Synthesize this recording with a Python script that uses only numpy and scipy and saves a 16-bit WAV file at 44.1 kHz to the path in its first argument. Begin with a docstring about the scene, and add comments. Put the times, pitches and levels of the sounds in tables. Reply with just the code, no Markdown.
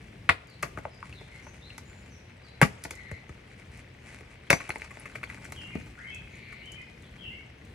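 """A lump of ice is thrown on a mat in a garden and bounces away; then a hammer smashes ice twice.
Each blow excites a ground thud, a damped body tone, a crack and splinters with a snap and random fractures.
The steel head rings as dying sines; pieces knock, skip, scrape and rattle; grit ticks as it is shifted.
Birds sing as gliding sines smeared by echoes, over filtered-noise traffic, town hush and an engine hum.
Two microphone ports stand close by, differing in level and phase."""
import sys
import numpy as np
from scipy import signal
from scipy.fft import rfft, irfft, next_fast_len
from scipy.io import wavfile
from scipy.ndimage import map_coordinates

SR = 44100
rng = np.random.default_rng(int(sys.argv[2]) if len(sys.argv) > 2 else 0)


def unload_wav(signal):
    """Save mono or channel-first audio to the path in sys.argv[1] as 16-bit WAV at rate SR, clipped to [-1, 1]."""
    wavfile.write(
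        sys.argv[1],
        SR,
        np.round(np.clip(np.atleast_2d(signal).T, -1, 1) * 32767).astype(np.int16),
    )


N = 341418  # samples
BURST_S = .02  # span over which a burst's energy is rated
EDGE_HZ = 16000  # band limit

# Distant traffic: start_s, level_db
TRAFFIC = [(0.0, -50.5), (5.07, -52.5), (5.35, -46.5), (6.16, -50.5), (7.0, -51), (7.3, -49.5),
           (7.74, -50.5)]
# Spectrum of the traffic: freq_hz, gain_db
RUMBLE_SPECTRUM = [(20, -27), (40, -4), (62, 2.5), (90, 2), (125, -2.5), (200, -5), (400, -14.5),
                   (900, -40.5)]
# Spectrum of the air over town and trees: freq_hz, gain_db
AIR_SPECTRUM = [(100, -10), (250, -10), (450, 2.5), (800, -4), (1250, -8.5), (1650, -4.5), (2150, -1.5),
                (2700, -5), (3600, -12), (6000, -21), (11000, -67), (14000, -55)]
# Sleeves, boots and grit being shifted: start_s, level_db
SCUFF = [(0, -62.5), (.4, -68.5), (1.4, -57.5), (2.0, -66.5), (2.55, -67), (2.75, -60), (3.3, -68.5),
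         (3.79, -55.5), (3.88, -80), (4.06, -55), (4.42, -65), (4.58, -52), (5.1, -58), (5.35, -54.5),
         (5.9, -59.5), (6.5, -63.5), (7.0, -68), (7.74, -73)]
# Spectrum of the grit: freq_hz, gain_db
GRIT_SPECTRUM = [(200, -26), (500, 9.5), (1200, 6), (2200, 18.5), (3500, -2), (8000, 0.5), (11300, -1.5),
                 (12600, -26), (16000, -62)]
# Crumbs set rattling by the rolling lump, the two smashes and the drag: peak_s, level_db
SPILLS = [(1.33, -65), (2.7, -57.5), (4.58, -52.5), (5.25, -53.5)]
SPILL_RISE_DB_PER_S, SPILL_FADE_DB_PER_S, CRUMBS_REST_DB = 65, 10.5, -64.5
# Loudness of crumbs by pitch: pitch_hz, gain_db
CRUMBS = [(650, -4), (2100, 4.5), (3600, -3), (8000, -10)]
# Heavy contacts, several to a blow:
# start_s, thud_db, body_db, crack_db, splinter_db, body_pitch_hz, crush_s
BLOWS = [(0.2912, -46, -24, -20.5, -50, 1090, 0.0014), (0.2953, -39, -23, -18.5, -45, 1203, 0.0009),
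         (2.6148, -34, -19.5, -22, -31.5, 770, 0.0016), (2.6225, -26, -25.5, -26, -36.5, 720, 0.0038),
         (2.6285, -28, -26.5, -22, -35.5, 615, 0.0012), (4.5035, -38, -23.5, -20, -27, 770, 0.00042),
         (4.5088, -38, -25, -36, -41, 830, 0.0018), (4.5285, -36, -27.5, -22.5, -35.5, 720, 0.0013)]
# Spectrum of the ground's thud: freq_hz, gain_db
THUD_SPECTRUM = [(25, -42), (60, 5.5), (165, 6), (400, -19.5), (800, -39)]
# Spectrum of cracking ice: freq_hz, gain_db
CRACK_SPECTRUM = [(600, -40), (1100, 0), (1400, -0.5), (1700, -0.5), (2100, 7.5), (2550, -1.5),
                  (3000, -15.5), (3700, -48.5), (7000, -33), (11000, -41), (15000, -59)]
# Spectrum of splinters: freq_hz, gain_db
SPLINTER_SPECTRUM = [(1500, -62), (3000, 3.5), (4800, 4.5), (6500, 8.5), (8300, 8), (12000, 8.5),
                     (14000, -6), (16000, -81)]
# A lump collapsing into fragments: start_s, level_db
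CRUNCHES = [(0.299, -34.5), (0.632, -39.5), (2.622, -28.5), (4.505, -33), (4.53, -35.5)]
# Spectrum of the collapse: freq_hz, gain_db
CRUNCH_SPECTRUM = [(100, -19), (350, 0.5), (1200, -0.5), (2300, 6.5), (3300, -14), (8000, -44),
                   (15000, -24)]
# The mat pressed down: start_s, peak_db, pitch_hz
THUMPS = [(0.3, -28.5, 89), (0.637, -30.5, 126), (2.626, -9, 145), (3.121, -30, 84), (3.299, -36.5, 76.5),
          (4.507, -29, 143), (4.533, -22.5, 160), (5.754, -22.5, 173)]
# A small bird's thin warble: start_s, start_hz, end_hz, level_db
CHIRPS = [(0.474, 4970, 4100, -62), (0.904, 5300, 4900, -65.5), (1.129, 4520, 3540, -58),
          (1.423, 5470, 6420, -62.5), (1.612, 3410, 4100, -56), (1.844, 6630, 7300, -65.5),
          (1.936, 6560, 7070, -69), (2.098, 6370, 5660, -64), (2.429, 5200, 3970, -61.5),
          (6.291, 6530, 6750, -71), (7.02, 3760, 3160, -64.5)]
CHIRP_S = 0.081
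# Lumps and the hammer knocking on the mat: start_s, body_db, hardness_db (crack over body), body_pitch_hz
KNOCKS = [(0.6262, -51, 6.5, 910), (0.6291, -35.5, 1.5, 1340), (0.632, -40, -9, 606),
          (0.774, -43, -5.5, 540), (0.786, -47.5, -1.5, 670), (1.212, -52.5, -5, 580),
          (1.467, -53, -3.5, 800), (1.78, -54, 5.5, 910), (2.838, -66.5, 13.5, 1160),
          (2.85, -43.5, 0.5, 620), (2.908, -47.5, 5, 447), (3.114, -44, -2, 464), (3.293, -51.5, -1.5, 420),
          (4.208, -52.5, -2.5, 470), (4.692, -39.5, -1, 814), (5.521, -50, 4.5, 615), (5.753, -40, -8, 420)]
# Lower knocks are heavier and thud more: at EVEN_HZ thud and body have equal level
EVEN_HZ, THUD_DB_PER_OCTAVE = 520, 6
# Knock splinters: level against the body at zero hardness; dB gained per dB of hardness
SPRAY_DB, SPRAY_GROWTH = -9, 2.4
# The thrown lump bouncing away whole: start_s, level_db, pitch_hz, t60_s
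BOUNCES = [(0.7745, -42, 1050, .007), (0.853, -36.5, 520, .015), (1.028, -42.5, 950, .011)]
# The brightest chips landing or snapping: start_s, level_db
CHIPS = [(2.954, -57.5), (3.7738, -63), (4.783, -58), (5.4474, -54), (5.5018, -67), (6.147, -54.5),
         (6.658, -63.5), (6.7192, -54.5)]
# Spectrum of a chip: freq_hz, gain_db
CHIP_SPECTRUM = [(1500, -59), (4000, -12), (7000, 7.5), (10500, 0.5), (13000, 1), (16000, -20)]
# Short pings with a pitch, one just ahead of the last blow: start_s, pitch_hz, level_db
PINGS = [(1.127, 2680, -35), (1.704, 2720, -35.5), (4.5009, 2620, -15), (4.693, 9900, -31.5),
         (4.998, 9840, -37.5)]
# A distant bird's long buzzy calls: start_s, length_s, pitch_hz, level_db
CALLS_FAR = [(1.289, 0.12, 2135, -55.5), (2.905, 0.3, 2060, -51.5)]
# The hammer head set ringing: start_s, level_db
RINGS = [(2.63, -52), (4.528, -35)]
# Modes of the steel head: freq_hz, gain_db, t60_s
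STEEL_MODES = [(4800, 2.5, 0.049), (6040, 3.5, 0.19)]
# Steel and ice catching as they are dragged over the weave: start_s, crack_db
SCRAPES = [(4.602, -40.5), (4.905, -46.5), (5.053, -43), (5.151, -40), (5.229, -40), (5.297, -50),
           (6.521, -47)]
# Shards skipping and nudged after the last blow: start_s, crack_db, body_pitch_hz, body_over_crack_db
SKIPS = [(4.704, -40.5, 2070, 3.5), (4.758, -41, 880, -0.5), (4.819, -44, 2200, -0.5),
         (4.861, -68, 2400, 2), (4.971, -52.5, 704, 1.5), (5.157, -48, 2220, 2), (5.2384, -49, 2130, 8),
         (5.299, -46, 2080, -10), (7.163, -60, 1680, -4)]
# A thrush's four phrases of three or four slurs: start_s, length_s, start_hz, end_hz, level_db
SLURS = [(5.557, 0.048, 3226, 2860, -45.5), (5.6, 0.056, 2840, 2718, -45), (5.64, 0.11, 2220, 2120, -53),
         (5.7, 0.063, 2380, 2487, -49), (5.972, 0.052, 1144, 2075, -45.5), (6.03, 0.041, 1956, 2234, -41.5),
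         (6.06, 0.082, 2954, 3270, -50.5), (6.1, 0.085, 2630, 2547, -46), (6.615, 0.13, 2920, 3077, -50),
         (6.755, 0.041, 2480, 2487, -47), (6.765, 0.06, 2200, 2090, -48.5),
         (7.175, 0.12, 3280, 2937, -48.5), (7.23, 0.076, 2775, 2742, -43.5),
         (7.3, 0.075, 1933, 2275, -48.5)]
# A far bird's toneless rasp
RASP_S, RASP_LENGTH_S, RASP_DB = 6.27, 0.42, -54
# Spectrum of the rasp: freq_hz, gain_db
RASP_SPECTRUM = [(1200, -43), (1900, -4), (2200, 4), (2700, -9.5), (3400, -20), (4400, -15), (5500, -43)]
# Sound scattered differently into each port: freq_hz, gain_db
SCATTER_SPECTRUM = [(80, -64), (200, -3), (600, 3.5), (2200, -2.5), (4500, 6.5), (12000, -9.5)]
# The garden's tail: freq_hz, t60_s
GARDEN_T60 = [(100, 0.048), (500, 0.58), (2200, 0.3), (5000, 0.67), (12000, 0.22)]
# Level between the ports: freq_hz, left_minus_right_db
BALANCE = [(60, .5), (160, 1.2), (400, 5.5), (800, 3), (2300, 4), (4400, 1), (9000, 0)]
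# Phase between the ports: freq_hz, left_lead_rad
PHASE = [(200, 0), (1000, -.35), (2000, -.85), (5000, -.8), (9000, -1.4), (13000, -2.7)]


def amp(db):
    """Decibels to gain."""
    return 10 ** (np.asarray(db) / 20)


def unit(x):
    """Scales to an energy of one."""
    return x / np.sqrt(np.sum(x ** 2, axis=-1, keepdims=True) + 1e-20)


def steady(x):
    """Scales to an rms of one."""
    return unit(x) * np.sqrt(x.shape[-1])


def read(points, hz):
    """Reads a table on a log-frequency axis."""
    f, value = np.transpose(points)
    return np.interp(np.log(hz + 1), np.log(f), value)


def follow(curve):
    """Gain at every sample from rows of start_s, level_db."""
    return amp(np.interp(np.arange(N) / SR, *np.transpose(curve)))


def add(mix, start_s, sound):
    """Mixes a sound in at start_s."""
    part = mix[max(round(start_s * SR), 0):][:len(sound)]
    part += sound[:len(part)]


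def response(points, size=4096):
    """Causal impulse response with the given spectrum: minimum phase from the log gain."""
    log_gain = np.log(amp(read(points, abs(np.fft.fftfreq(size, 1 / SR)))))
    spectrum = np.exp(np.conj(signal.hilbert(log_gain)))
    return np.fft.ifft(spectrum).real[:size // 2]


def through(x, taps):
    """Convolves along time, keeping the length."""
    size = next_fast_len(x.shape[-1] + taps.shape[-1])
    return irfft(rfft(x, size) * rfft(taps, size), size)[..., :x.shape[-1]]


def wander(rate_hz, size):
    """A smooth random curve of roughly unit spread."""
    at = np.arange(size) * rate_hz / SR
    return map_coordinates(rng.standard_normal(4096), [at], order=2, mode="wrap")


def ring(modes):
    """Sum of dying sines; modes are freq_hz, level_db, t60_s."""
    t = np.arange(SR // 4) / SR
    return sum(amp(db - 60 * t / t60) * np.sin(2 * np.pi * hz * t) for hz, db, t60 in modes)


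def crumble(crush_s, grains, rise_s=0, size=8192):
    """Contact force: one snap, then a dying shower of small fractures that may swell in slowly."""
    t = np.arange(size) / SR
    decay = np.exp(-t / max(crush_s, 1e-4))
    swell = 1 - np.exp(-t / max(rise_s, 1e-5))
    fractures = rng.standard_normal(size) ** 3 * decay * swell
    return (t == 0) + grains * unit(fractures)


def burst(level_db, force, taps):
    """A force rings a response; level_db rates its energy as if spread over BURST_S."""
    return amp(level_db) * np.sqrt(BURST_S * SR) * unit(through(force, taps))


def contacts(rows, body_t60_s, grains, splinter_grains, splinter_s, overtone_db=-14, rise_s=0):
    """Each contact thumps the ground, rings the lump on the mat, cracks it and sprays splinters."""
    out = np.zeros(N)
    crack, splinter = response(CRACK_SPECTRUM), response(SPLINTER_SPECTRUM)
    thud = response(THUD_SPECTRUM, size=8192)
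    for start_s, thud_db, body_db, crack_db, splinter_db, hz, crush_s in rows:
        broken = grains * crush_s / 0.00037  # the longer the crush, the more fractures outweigh the snap
        add(out, start_s, burst(thud_db, crumble(crush_s, 0.63), thud))
        body = ring([(hz, 0, body_t60_s), (2 * hz, overtone_db, body_t60_s)])
        add(out, start_s, burst(body_db, crumble(crush_s, broken, rise_s), body))
        add(out, start_s, burst(crack_db, crumble(crush_s, broken, rise_s), crack))
        spray = crumble(crush_s + splinter_s, splinter_grains * broken, rise_s)
        add(out, start_s, burst(splinter_db, spray, splinter))
    return out


def tail(t60s, rise_s):
    """A diffuse echo for each port: noise whose bands each die at their own speed."""
    hz, t, z = signal.stft(rng.standard_normal((2, SR)), SR, nperseg=256)
    decay = amp(-60 * t / read(t60s, hz)[:, None])
    z = z * decay * (1 - np.exp(-t / rise_s))
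    return unit(signal.istft(z, SR, nperseg=256)[1])


def whistle(length_s, start_hz, end_hz, rough, settle=2.1, overtone_db=-60):
    """A note slides quickly, then settles on its end pitch; rough is the share by which the pitch quivers."""
    u = np.linspace(0, 1, int(length_s * SR))
    quiver = rough * (wander(700, len(u)) + wander(90, len(u)))
    glide_hz = end_hz + (start_hz - end_hz) * (1 - u) ** settle
    swell = signal.windows.tukey(len(u), .3) * amp(0.47 * wander(63.0, len(u)))
    phase = 2 * np.pi * np.cumsum(glide_hz * (1 + quiver)) / SR
    return steady(swell * (np.sin(phase) + amp(overtone_db) * np.sin(2 * phase)))


def trees(x, direct, t60_s):
    """A far sound arrives directly and as a smear of echoes from the trees."""
    return direct * x + through(x, tail([(2000, t60_s), (7000, 0.99 * t60_s)], rise_s=0.00071))


def background():
    """Traffic rumble, alike at both ports, under a diffuse hush of town and trees."""
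    rumble = steady(through(rng.standard_normal(N), response(RUMBLE_SPECTRUM)))
    rumble = rumble * follow(TRAFFIC) * amp(1.7 * wander(7, N))
    hush = rng.standard_normal((2, N)) + 0.5 * rng.standard_normal(N)  # partly shared by the ports
    hush = steady(through(hush, response(AIR_SPECTRUM))) * amp(0.16 * wander(11.0, N))
    return rumble + amp(-57.0) * hush


def drone(pitch_hz=124, level_db=-58):
    """A far engine hums, unsteady in level and pitch."""
    waver_db = 2.2 * wander(6, N)
    turns = np.cumsum(pitch_hz * (1 + 0.0238 * wander(6.4, N))) / SR
    return amp(level_db + waver_db) * np.sin(2 * np.pi * turns)


def scuff():
    """Fine grit ticks under hands and boots: random clicks of uneven size and patchy loudness."""
    patchy_db, size_db, clicks_per_s = 3.4, 3.8, 3000
    sizes = amp(size_db * np.minimum(rng.exponential(1, N), 5.5))
    clicks = sizes * rng.standard_normal(N) * (rng.random(N) < clicks_per_s / SR)
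    grit = through(clicks, response(GRIT_SPECTRUM)) * amp(patchy_db * wander(40, N))
    return follow(SCUFF) * steady(grit)


def debris(ring_share=0.54, ring_t60_s=0.0089, kinds=12):
    """Crumbs land at random, each kind with its own short ring; each spill flares up and settles."""
    t = np.arange(N) / SR
    landings_per_s, size_db = 110, 1.0
    spills_db = [db - np.maximum((s - t) * SPILL_RISE_DB_PER_S, (t - s) * SPILL_FADE_DB_PER_S)
                 for s, db in SPILLS]
    level = amp(np.maximum(np.max(spills_db, axis=0), CRUMBS_REST_DB))
    sizes = amp(size_db * np.minimum(rng.exponential(1, N), 3))
    landings = sizes * rng.choice([-1, 1], N) * (rng.random(N) < landings_per_s / SR)
    kind, crack, out = rng.integers(0, kinds, N), unit(response(CRACK_SPECTRUM)), np.zeros(N)
    for k, hz in enumerate(np.geomspace(CRUMBS[0][0], CRUMBS[-1][0], kinds)):
        note = unit(ring([(hz, 0, ring_t60_s)]))[:len(crack)]
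        tap = amp(read(CRUMBS, hz)) * (ring_share * note + .5 * crack)
        out += through(landings * (kind == k), tap)
    return level * steady(out)


def blows():
    """Ice gives way under the throw and the hammer, too broken to ring."""
    return contacts(BLOWS, body_t60_s=.0055, overtone_db=-1.0, grains=.4,
                    splinter_grains=4.1, splinter_s=0.0018)


def crunches(rise_s=0.00067, fade_s=0.018, fragments_per_s=1500):
    """Behind the snap the lump collapses in a dense shower of fragments."""
    out, t = np.zeros(N), np.arange(8192) / SR
    envelope = (1 - np.exp(-t / rise_s)) * np.exp(-t / fade_s)
    for start_s, db in CRUNCHES:
        fragments = rng.standard_normal(len(t)) * (rng.random(len(t)) < fragments_per_s / SR)
        add(out, start_s, burst(db, fragments * envelope, response(CRUNCH_SPECTRUM)))
    return out


def thumps(swell_cycles=0.56, sag=0.14, sag_s=0.01):
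    """The mat is pressed into the ground and springs back: a few low swings that fall in pitch."""
    out, t = np.zeros(N), np.arange(8192) / SR
    for start_s, db, hz in THUMPS:
        u = t * hz / swell_cycles
        turns = np.cumsum(hz * (1 + sag * np.exp(-t / sag_s))) / SR
        add(out, start_s, amp(db) * u * np.exp(1 - u) * np.sin(2 * np.pi * turns))
    return out


def warbler():
    """A small bird strings short, thin notes together."""
    out = np.zeros(N)
    for start_s, start_hz, end_hz, db in CHIRPS:
        add(out, start_s, amp(db) * whistle(CHIRP_S, start_hz, end_hz, rough=.022))
    return trees(out, direct=0.74, t60_s=.65)


def knocks(crush_s=0.0033):
    """Light contacts hardly crush the ice: heavy ones thud, hard ones crack and splinter."""
    rows = []
    for start_s, db, hard_db, hz in KNOCKS:
        thud_db = db + THUD_DB_PER_OCTAVE * np.log2(EVEN_HZ / hz)
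        splinter_db = db + SPRAY_DB + SPRAY_GROWTH * hard_db
        rows.append((start_s, thud_db, db, db + hard_db, splinter_db, hz, crush_s))
    return contacts(rows, body_t60_s=.008, overtone_db=-38.0, grains=0.22,
                    splinter_grains=1.0, splinter_s=0.00048)


def bounces(click_db=-13, thud_db=-11):
    """The whole lump bounces on the mat: each knock slides down to a hollow note as the weave gives."""
    strike_hz, glide_s, rise_s = 2000, .0009, .001
    out, t = np.zeros(N), np.arange(8192) / SR
    for start_s, db, hz, t60_s in BOUNCES:
        turns = np.cumsum(hz + (strike_hz - hz) * np.exp(-t / glide_s)) / SR
        note = (1 - np.exp(-t / rise_s)) * amp(-60 * t / t60_s) * np.sin(2 * np.pi * turns)
        snap = crumble(crush_s=.001, grains=.1)
        add(out, start_s, burst(db, snap, note))
        add(out, start_s, burst(db + click_db, snap, response(CRACK_SPECTRUM)))
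        add(out, start_s, burst(db + thud_db, snap, response(THUD_SPECTRUM)))
    return out


def chips(stray_db=-67, count=9):
    """Bright ticks of tiny pieces, faint strays at random after the first contact."""
    out, tick = np.zeros(N), response(CHIP_SPECTRUM)
    strays = [(s, stray_db) for s in rng.uniform(BLOWS[0][0], N / SR, count)]
    for start_s, db in list(CHIPS) + strays:
        add(out, start_s, burst(db, crumble(crush_s=0.0039, grains=1.0), tick))
    return out


def pings():
    """Short pitched pings: single sines that die within a few hundredths of a second."""
    out = np.zeros(N)
    for start_s, hz, db in PINGS:
        add(out, start_s, ring([(hz, db, .021)]))
    return out


def far_caller(sag=0.022):
    """A distant bird holds hoarse notes that sag a little."""
    out = np.zeros(N)
    for start_s, length_s, hz, db in CALLS_FAR:
        note = whistle(length_s, hz, hz * (1 - sag), rough=.04, overtone_db=-18.0)
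        add(out, start_s, amp(db) * note)
    return trees(out, direct=0.79, t60_s=0.31)


def hammer_head():
    """The steel rings briefly in its own modes where it meets the ground."""
    out = np.zeros(N)
    for start_s, db in RINGS:
        add(out, start_s, amp(db) * ring(STEEL_MODES))
    return out


def scrapes(pitch_hz=590, thud_db=-12, body_db=-12, splinter_db=-16, crush_s=0.0044):
    """A drag builds up through many small slips."""
    rows = [(s, db + thud_db, db + body_db, db, db + splinter_db, pitch_hz, crush_s) for s, db in SCRAPES]
    return contacts(rows, body_t60_s=0.0064, grains=1.2, splinter_grains=2.2,
                    splinter_s=0.0046, rise_s=0.0065)


def skips(thud_db=-24, splinter_db=-17, crush_s=.0008):
    """Light shards give one dry, sharp click at each landing."""
    rows = [(s, db + thud_db, db + body_db, db, db + splinter_db, hz, crush_s)
            for s, db, hz, body_db in SKIPS]
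    return contacts(rows, body_t60_s=0.0087, overtone_db=-24.0, grains=.25,
                    splinter_grains=4.0, splinter_s=.002)


def thrush():
    """A thrush carols in short phrases of slightly hoarse slurs, some overlapping."""
    out = np.zeros(N)
    for start_s, length_s, start_hz, end_hz, db in SLURS:
        add(out, start_s, amp(db) * whistle(length_s, start_hz, end_hz, rough=.018, settle=1.8))
    return trees(out, direct=.4, t60_s=0.56)


def rasp():
    """One far call is so hoarse that it has no clear pitch: a burst of filtered noise."""
    out, size = np.zeros(N), int(RASP_LENGTH_S * SR)
    noise = through(rng.standard_normal(N), response(RASP_SPECTRUM))[:size]
    add(out, RASP_S, amp(RASP_DB) * steady(noise * signal.windows.tukey(size, .4)))
    return trees(out, direct=1.0, t60_s=1.0)


def bend(x, lag_s=0.00436, corner_hz=300):
    """Bending waves in the mat carry the bass more slowly, so each knock sweeps downward."""
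    size = next_fast_len(N + 4096)
    hz = np.fft.rfftfreq(size, 1 / SR)
    turns = lag_s * corner_hz * np.log1p(hz / corner_hz)
    return irfft(rfft(x, size) * np.exp(-2j * np.pi * turns), size)[:N]


def patio(x, scatter_db, tail_db, echo_s=0.0026, echo=0.15):
    """A close reflection, scatter off the furniture, then the faint tail of the garden."""
    near = x + echo * np.interp(np.arange(N) - echo_s * SR, np.arange(N), x, left=0)
    smear = tail([(200, 0.14), (2000, 0.08), (9000, 0.15)], rise_s=0.00029)
    scatter = through(through(x, response(SCATTER_SPECTRUM)), smear)
    garden = through(x, tail(GARDEN_T60, rise_s=0.031))
    return near + amp(scatter_db) * scatter + amp(tail_db) * garden


def scene():
    """Ice and hammer on the patio; birds and town behind."""
    behind = background() + drone() + warbler() + far_caller() + thrush() + rasp()
    heavy = bend(blows() + crunches()) + thumps()
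    light = bend(debris() + knocks() + scrapes() + skips()) + scuff() + bounces() + chips() + pings()
    heavy = patio(heavy, scatter_db=-2.0, tail_db=-24.0)
    light = patio(light, scatter_db=-4.0, tail_db=-19.0)
    return behind + heavy + light + hammer_head()


def record(dry):
    """The ports differ in level and phase and shed deep bass; peaks are rounded off; then the band limit."""
    size = next_fast_len(N + 4096)
    hz = np.fft.rfftfreq(size, 1 / SR)
    half = amp(read(BALANCE, hz) / 2) * np.exp(.5j * read(PHASE, hz))  # half the difference to each port
    ports = irfft(rfft(dry, size) * np.array([half, 1 / half]), size)[:, :N]
    ports = signal.sosfilt(signal.butter(3, 42, "high", fs=SR, output="sos"), ports)
    low_pass = signal.firwin(255, EDGE_HZ, window=("kaiser", 9), fs=SR)
    return signal.oaconvolve(np.tanh(ports), low_pass[None], "same")


dry = scene()
out = record(dry)
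unload_wav(out)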